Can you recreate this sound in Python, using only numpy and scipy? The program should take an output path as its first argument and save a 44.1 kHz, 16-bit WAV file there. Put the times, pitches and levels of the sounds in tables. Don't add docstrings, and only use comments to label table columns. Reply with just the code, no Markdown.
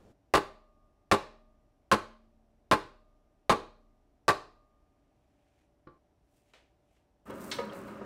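import sys
import numpy as np
from scipy import signal
from scipy.fft import rfft, irfft, next_fast_len
from scipy.io import wavfile
from scipy.ndimage import uniform_filter1d, minimum_filter1d, map_coordinates

SR = 44100
rng = np.random.default_rng(int(sys.argv[2]) if len(sys.argv) > 2 else 0)


def materialize(psi):
    bounded = np.clip(np.atleast_2d(psi).T, -1, 1)
    quanta = np.round(bounded * 32767).astype(np.int16)
    wavfile.write(sys.argv[1], SR, quanta)


N = 355005
TIME = np.arange(N) / SR
OVEN_START_S = 7.255

# freq_hz, level_db, t60_s
PAN_MODES = [(862, -16, 0.17), (1057, -3.5, 0.1), (1154.5, -3, 0.085), (1248, -16.5, 0.095),
             (1534, -16.5, 0.1), (1838, -16, 0.039), (2304, -20.5, 0.057), (2440, -19, 0.061),
             (2843, -22, 0.062), (3690, -23, 0.071), (4290, -21.5, .06), (4700, -28, 0.081)]
# start_s, far_cup_lag_s, rebound_lag_s, edge_db, thud_db, hob_top_db, hob_iron_db
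PAN_RAPS = [(0.3385, .012, 0.034, -.5, -1, -4, 5), (1.1141, 0.006, .025, 2, 2, 2, -2),
            (1.9154, 0.0057, 0.021, 2, -1, 8, -11), (2.713, 0.0058, .021, -.5, 1, 0, 0),
            (3.4956, .0048, .023, 0, 2.5, 3, -3), (4.2813, .0051, .018, 1, -3.5, -7, 3.5)]


def amp(db):
    return 10 ** (np.asarray(db) / 20)


def unit(x):
    return x / np.sqrt(np.mean(x ** 2) + 1e-20)


def along(points, hz):
    freq_hz, values = np.transpose(points)
    return np.interp(np.log(hz + 1), np.log(freq_hz + 1), values)


def add(track, start_s, sound):
    part = track[round(start_s * SR):][:len(sound)]
    part += sound[:len(part)]


def wobble(rate_hz):
    return map_coordinates(rng.standard_normal(int(N * rate_hz / SR) + 4), [TIME * rate_hz])


def noise(spectrum, size=N):
    n_fft = next_fast_len(size)
    gain = amp(along(spectrum, np.fft.rfftfreq(n_fft, 1 / SR)))
    return unit(irfft(rfft(rng.standard_normal(n_fft)) * gain, n_fft)[:size])


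def burst(spectrum, t60_s):
    return noise(spectrum, size=SR // 2) * amp(-60 * TIME[:SR // 2] / t60_s)


def ring(modes, scatter_db, size=SR // 2):
    t = TIME[:size]
    out = np.zeros(size)
    for k, (hz, db, t60_s) in enumerate(modes):
        envelope = amp(db + scatter_db * rng.standard_normal() - 60 * t / t60_s)
        out += (-1) ** k * envelope * np.sin(2 * np.pi * hz * t)
    return out


def tones(lines, drift_rad, rate_hz=8):
    return sum(amp(db) * np.sqrt(2) * np.sin(2 * np.pi * hz * TIME + drift_rad * wobble(rate_hz))
               for hz, db in lines)


def in_room(x, wet_db, build_s=0.0052):
    # freq_hz, t60_s
    decay = [(100, 0.44), (500, .42), (1500, 0.39), (4500, 0.42), (9000, 0.32), (15000, 0.28)]
    hz, t, bins = signal.stft(rng.standard_normal(SR * 2 // 3), SR, nperseg=256)
    tail = signal.istft(bins * amp(-60 * t / along(decay, hz)[:, None]), SR, nperseg=256)[1]
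    tail *= 1 - np.exp(-TIME[:len(tail)] / build_s)
    response = amp(wet_db) * tail / np.linalg.norm(tail)
    response[0] += 1
    return signal.fftconvolve(x, response)[:N]


def room_tone():
    # freq_hz, level_db
    air = [(13, -39.5), (22, -7.5), (49, 5), (106, -0.5), (217, -7.5), (286, -1.5), (366, -6), (482, -10.5),
           (539, -16), (585, -4.5), (1170, -20.5), (2390, -27), (4260, -32.5), (13200, -40), (16000, -57.5)]
    # freq_hz, level_db
    whine = [(59, -80.5), (283, -87), (583, -84.5), (759, -88), (5250, -106), (5780, -103)]
    return amp(-71.5) * noise(air) + tones(whine, drift_rad=.4)


def opening_rush():
    # freq_hz, level_db
    spectrum = [(60, 1), (300, -1), (600, -5), (900, -13.5), (2000, -24.5), (7000, -32.5), (15000, -44.5)]
    return amp(-60) * noise(spectrum) * np.interp(TIME, [.115, .135], [1, 0])


def oven():
    # freq_hz, level_db
    rush = [(18, -49.5), (30, -15.5), (159, -6.5), (202, 4), (270, -3.5), (404, -2), (456, -12), (552, -3),
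            (770, -14), (1210, -9), (2420, -25), (2790, -23.5), (3070, -31.5), (6600, -40.5), (9000, -45),
            (11700, -63), (19800, -120)]
    # freq_hz, level_db
    hum = [(119, -64.5), (207, -59), (297, -58.5), (394, -57), (554, -58)]
    fade_in = np.clip((TIME - OVEN_START_S) / .04, 0, 1) ** .5
    eddies = amp(.8 * wobble(12))
    return fade_in * (amp(-46) * noise(rush) * eddies + tones(hum, drift_rad=1.2))


def fingers(fade_s=0.057):
    # peak_s, level_db, swell_s, tilt_db_per_octave
    strokes = [(5.62, -77.5, .45, -3), (6.38, -76.5, 0.075, 3), (6.5, -77.5, .08, -0.5),
               (6.96, -80, 0.11, -0.5)]
    # freq_hz, level_db
    skin = [(300, -2.5), (1200, -7), (2500, 1), (4500, -7.5), (8000, -6.5), (15000, -17.5)]
    out = np.zeros(N)
    for peak_s, db, swell_s, tilt in strokes:
        envelope = amp(db - 10 * np.maximum((peak_s - TIME) / swell_s, (TIME - peak_s) / fade_s))
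        out += envelope * noise([(hz, level + tilt * np.log2(hz / 2500)) for hz, level in skin])
    return out


def glide(drag_db=-81, rise_db_per_s=600, fall_db_per_s=160, specks_per_s=45, grit_db=5):
    # start_s, length_s, level_db
    pushes = [(7.266, 0.025, -70), (7.35, 0.049, -68.5), (7.42, 0.12, -58), (7.752, 0.023, -63),
              (7.885, .015, -74)]
    snag_times = [7.307, 7.416, 7.654, 7.735, 7.874]
    # freq_hz, level_db
    scrape = [(1500, -49), (3500, -3), (6000, -2), (8700, 4), (11000, -3.5), (14000, 1), (16000, -0.5)]
    drive = np.full(N, amp(drag_db))
    for start_s, length_s, db in pushes:
        before_s = np.maximum(start_s - TIME, 0)
        after_s = np.maximum(TIME - start_s - length_s, 0)
        drive += amp(db - rise_db_per_s * before_s - fall_db_per_s * after_s)
    specks = (rng.random(N) < specks_per_s / SR) * rng.random(N)
    grit = amp(grit_db) * signal.fftconvolve(specks, amp(-60 * TIME[:SR // 20] / 0.016))[:N]
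    snags = sum(amp(-60 * np.abs(TIME - time_s) / 0.014) for time_s in snag_times)
    return (drive * (1 + grit) + amp(-61) * snags) * noise(scrape) * (TIME > OVEN_START_S)


def friction():
    grain = unit(amp(1.8 * wobble(300)))
    return (fingers() + glide()) * grain


def nudge(rise_s=0.0014, free_db=-63.5, free_t60_ratio=11.4, cutoff_s=5.978, cutoff_db_per_s=1200):
    # start_s, bump_db, ring_db
    nudges = [(5.8704, -42, -51.5)]
    # freq_hz, level_db
    soft_thud = [(40, -7), (90, -4), (180, -5), (260, -6), (350, 7.5), (480, 5), (750, -15), (1120, -12),
                 (1400, -12.5), (2500, -29.5), (4500, -31), (8000, -78)]
    muffled = [(hz, db - 12 * abs(np.log2(hz / 1100)), t60_s) for hz, db, t60_s in PAN_MODES]
    free = [(hz, db + free_db, t60_s * free_t60_ratio) for hz, db, t60_s in muffled]
    attack = 1 - np.exp(-TIME[:SR // 2] / rise_s)
    out = np.zeros(N)
    for start_s, bump_db, ring_db in nudges:
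        bump = amp(bump_db) * burst(soft_thud, t60_s=0.075) + amp(ring_db) * ring(muffled, scatter_db=1.5)
        add(out, start_s, in_room(bump * attack, wet_db=-6))
        add(out, start_s, ring(free, scatter_db=0) * attack)
    return out * amp(-cutoff_db_per_s * np.maximum(TIME - cutoff_s, 0))


def ticks():
    # start_s, level_db
    events = [(6.495, -74), (6.5359, -52.5), (6.965, -72)]
    # freq_hz, level_db
    spectrum = [(200, -15), (500, 8), (1200, 0.5), (2500, 3), (4000, -4.5), (8000, -14.5), (15000, -33)]
    out = np.zeros(N)
    for start_s, db in events:
        tick = burst(spectrum, t60_s=0.021) + amp(-6) * burst(spectrum, t60_s=0.33)
        add(out, start_s, in_room(amp(db) * tick, wet_db=-7.5))
    return out


def squeak(peak_s=7.7, level_db=-51, pitch_hz=3200):
    envelope = amp(-60 * np.abs(TIME - peak_s) / 0.024)
    return envelope * tones([(pitch_hz, level_db)], drift_rad=.8, rate_hz=400)


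def rack(gap_s=.005, loss_db=3.5, pitch_ratio=.7):
    # start_s, level_db, pitch_hz
    clanks = [(7.299, -33, 1100), (7.5136, -23.5, 3900), (7.585, -23.5, 1310), (7.723, -37.5, 1500),
              (7.878, -38.5, 1270), (7.909, -37.5, 650), (8.010, -31.5, 547)]
    # freq_hz, level_db, t60_s
    wire_modes = [(555.2, -3, 0.26), (950, -3.5, 0.17), (1250, -5.5, 0.21), (1704, -7.5, 0.16),
                  (2150, -21.5, 0.17), (2200, -12.5, 0.095), (2670, -22, .16), (2900, -17.5, 0.21),
                  (3300, -11, 0.1), (4000, -14, .12), (4350, -20, .12), (4620, -23, 0.082),
                  (5426, -13, 0.11)]
    # freq_hz, level_db
    rattle = [(150, -1), (400, 17), (550, 19), (800, -0.5), (1300, 3.5), (2500, -5), (4000, -2),
              (5700, -6.5), (8800, -8.5), (10500, -22), (16000, -40.5)]
    attack = 1 - np.exp(-TIME[:SR] / 0.0016)
    out = np.zeros(N)
    for start_s, level_db, pitch_hz in clanks:
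        blow = np.zeros(SR)
        for k in range(3):
            favour_db = lambda hz: -3 * np.log2(hz / (pitch_hz * pitch_ratio ** k)) ** 2
            modes = [(hz, db + favour_db(hz), t60_s) for hz, db, t60_s in wire_modes]
            wires = amp(-11) * ring(modes, scatter_db=1, size=SR)
            add(wires, 0, amp(-6.5) * burst([(hz, db + favour_db(hz)) for hz, db in rattle], t60_s=0.067))
            add(blow, k * gap_s, amp(level_db - k * loss_db) * wires * attack)
        add(out, start_s, in_room(blow, wet_db=-5.5))
    return out


def hob(lag_s=.005, pair_fade_db_per_s=2.5):
    # freq_hz, level_db, t60_s
    sheet_top = [(211.3, -27, .15), (224, -62.5, 1.8)]
    ironwork = [(1109, -72.5, 1.7), (1212, -66, 1.9)]
    beating_pair = [(614, -53, 1.2), (629, -55, 1.1)]
    worktop_sway = [(31.2, -54, 2.4)]
    out = np.zeros(N)
    for start_s, *_, top_db, iron_db in PAN_RAPS:
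        pair_db = -pair_fade_db_per_s * start_s
        parts = [(sheet_top, top_db), (ironwork, iron_db), (beating_pair, pair_db), (worktop_sway, 0)]
        modes = [(hz, db + part_db, t60_s) for part, part_db in parts for hz, db, t60_s in part]
        add(out, start_s + lag_s, ring(modes, scatter_db=1.5, size=SR * 2))
    return out * amp(1.2 * wobble(16))


def contacts(last_lag_ratio=1.35, settle_s=.007):
    for start_s, lag_s, rebound_s, edge_db, thud_db, *_ in PAN_RAPS:
        landings = [(0, -11, -13.5, -17.5),
                    (lag_s, -14.5, -11.5, -16.5),
                    (lag_s * last_lag_ratio, -16, -9, -20.5),
                    (rebound_s, -22.5, -23.5, -19.5),
                    (rebound_s + settle_s, -26.5, -24, -22.5)]
        for delay_s, pan_db, crack_db, counter_db in landings:
            yield start_s + delay_s, pan_db, crack_db + edge_db, counter_db + thud_db


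def raps():
    # freq_hz, level_db, t60_s
    upper_modes = [(302.4, -18.5, 0.18), (341, -15, .15), (397.6, -14, 0.17), (452, -19, .15),
                   (515, -20, 0.076), (534, -17.5, 0.12), (575, -20.5, .14), (609, -21, 0.22),
                   (740, -21, 0.045), (839, -18, 0.18)]
    boom_modes = [(61.7, -20, .08), (98, -14.5, .11), (132, -15.5, 0.065), (174, -19, 0.07)]
    # freq_hz, level_db
    counter_thud = [(60, -12), (200, -6), (400, 0), (650, -2), (1200, -12.5), (2500, -35.5), (5000, -68.5)]
    pan_sheet = [(150, -18), (400, 4.5), (1100, 3), (1800, -1.5), (2150, -7.5), (2700, -7.5), (3200, -16),
                 (4200, -16.5), (6000, -24), (10000, -26.5), (16000, -39.5)]
    edge_crack = [(500, -3.5), (1600, 10), (3200, 3.5), (4200, 7.5), (5800, -3), (8000, -5.5), (10000, -19),
                  (11500, -29), (16000, -17.5)]
    rim_sizzle = [(1500, -9.5), (4200, 4.5), (5800, -7), (8000, -4.5), (9300, -8), (10000, 0), (10700, -17),
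                  (16000, -27)]
    out = np.zeros(N)
    for start_s, pan_db, crack_db, counter_db in contacts():
        struck = [(hz * rng.choice([-1, 1]), db, t60_s) for hz, db, t60_s in upper_modes]
        blow = amp(counter_db) * ring(struck, scatter_db=1)
        blow += amp(pan_db - 2) * ring(boom_modes, scatter_db=1)
        blow += amp(counter_db - 14) * burst(counter_thud, t60_s=0.11)
        add(blow, 0, amp(pan_db - 3.5) * ring(PAN_MODES, scatter_db=1.5, size=SR // 3))
        blow += amp(pan_db - 3) * burst(pan_sheet, t60_s=0.068)
        blow += amp(crack_db - 7.5) * burst(edge_crack, t60_s=0.014)
        blow += amp(crack_db - 24) * burst(rim_sizzle, t60_s=0.074)
        add(out, start_s, in_room(blow, wet_db=-17.5))
    return out


def scene():
    mix = room_tone() + opening_rush() + raps() + hob() + nudge() + ticks()
    mix += rack() + squeak() + friction() + oven()
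    return mix[None]


def record(dry, limit=.33, ceiling=.26, cutoff_hz=15800):
    needed_gain = np.minimum(1, limit / (np.abs(dry) + 1e-9))
    limited = dry * uniform_filter1d(minimum_filter1d(needed_gain, size=90), size=60)
    clipped = limited / (1 + np.abs(limited / ceiling) ** 4) ** (1 / 4)
    n_fft = next_fast_len(N + SR // 2)
    low_pass = 1 / (1 + (np.fft.rfftfreq(n_fft, 1 / SR) / cutoff_hz) ** 200)
    return irfft(rfft(clipped, n_fft) * low_pass, n_fft)[..., :N]


dry = scene()
out = record(dry)
materialize(out)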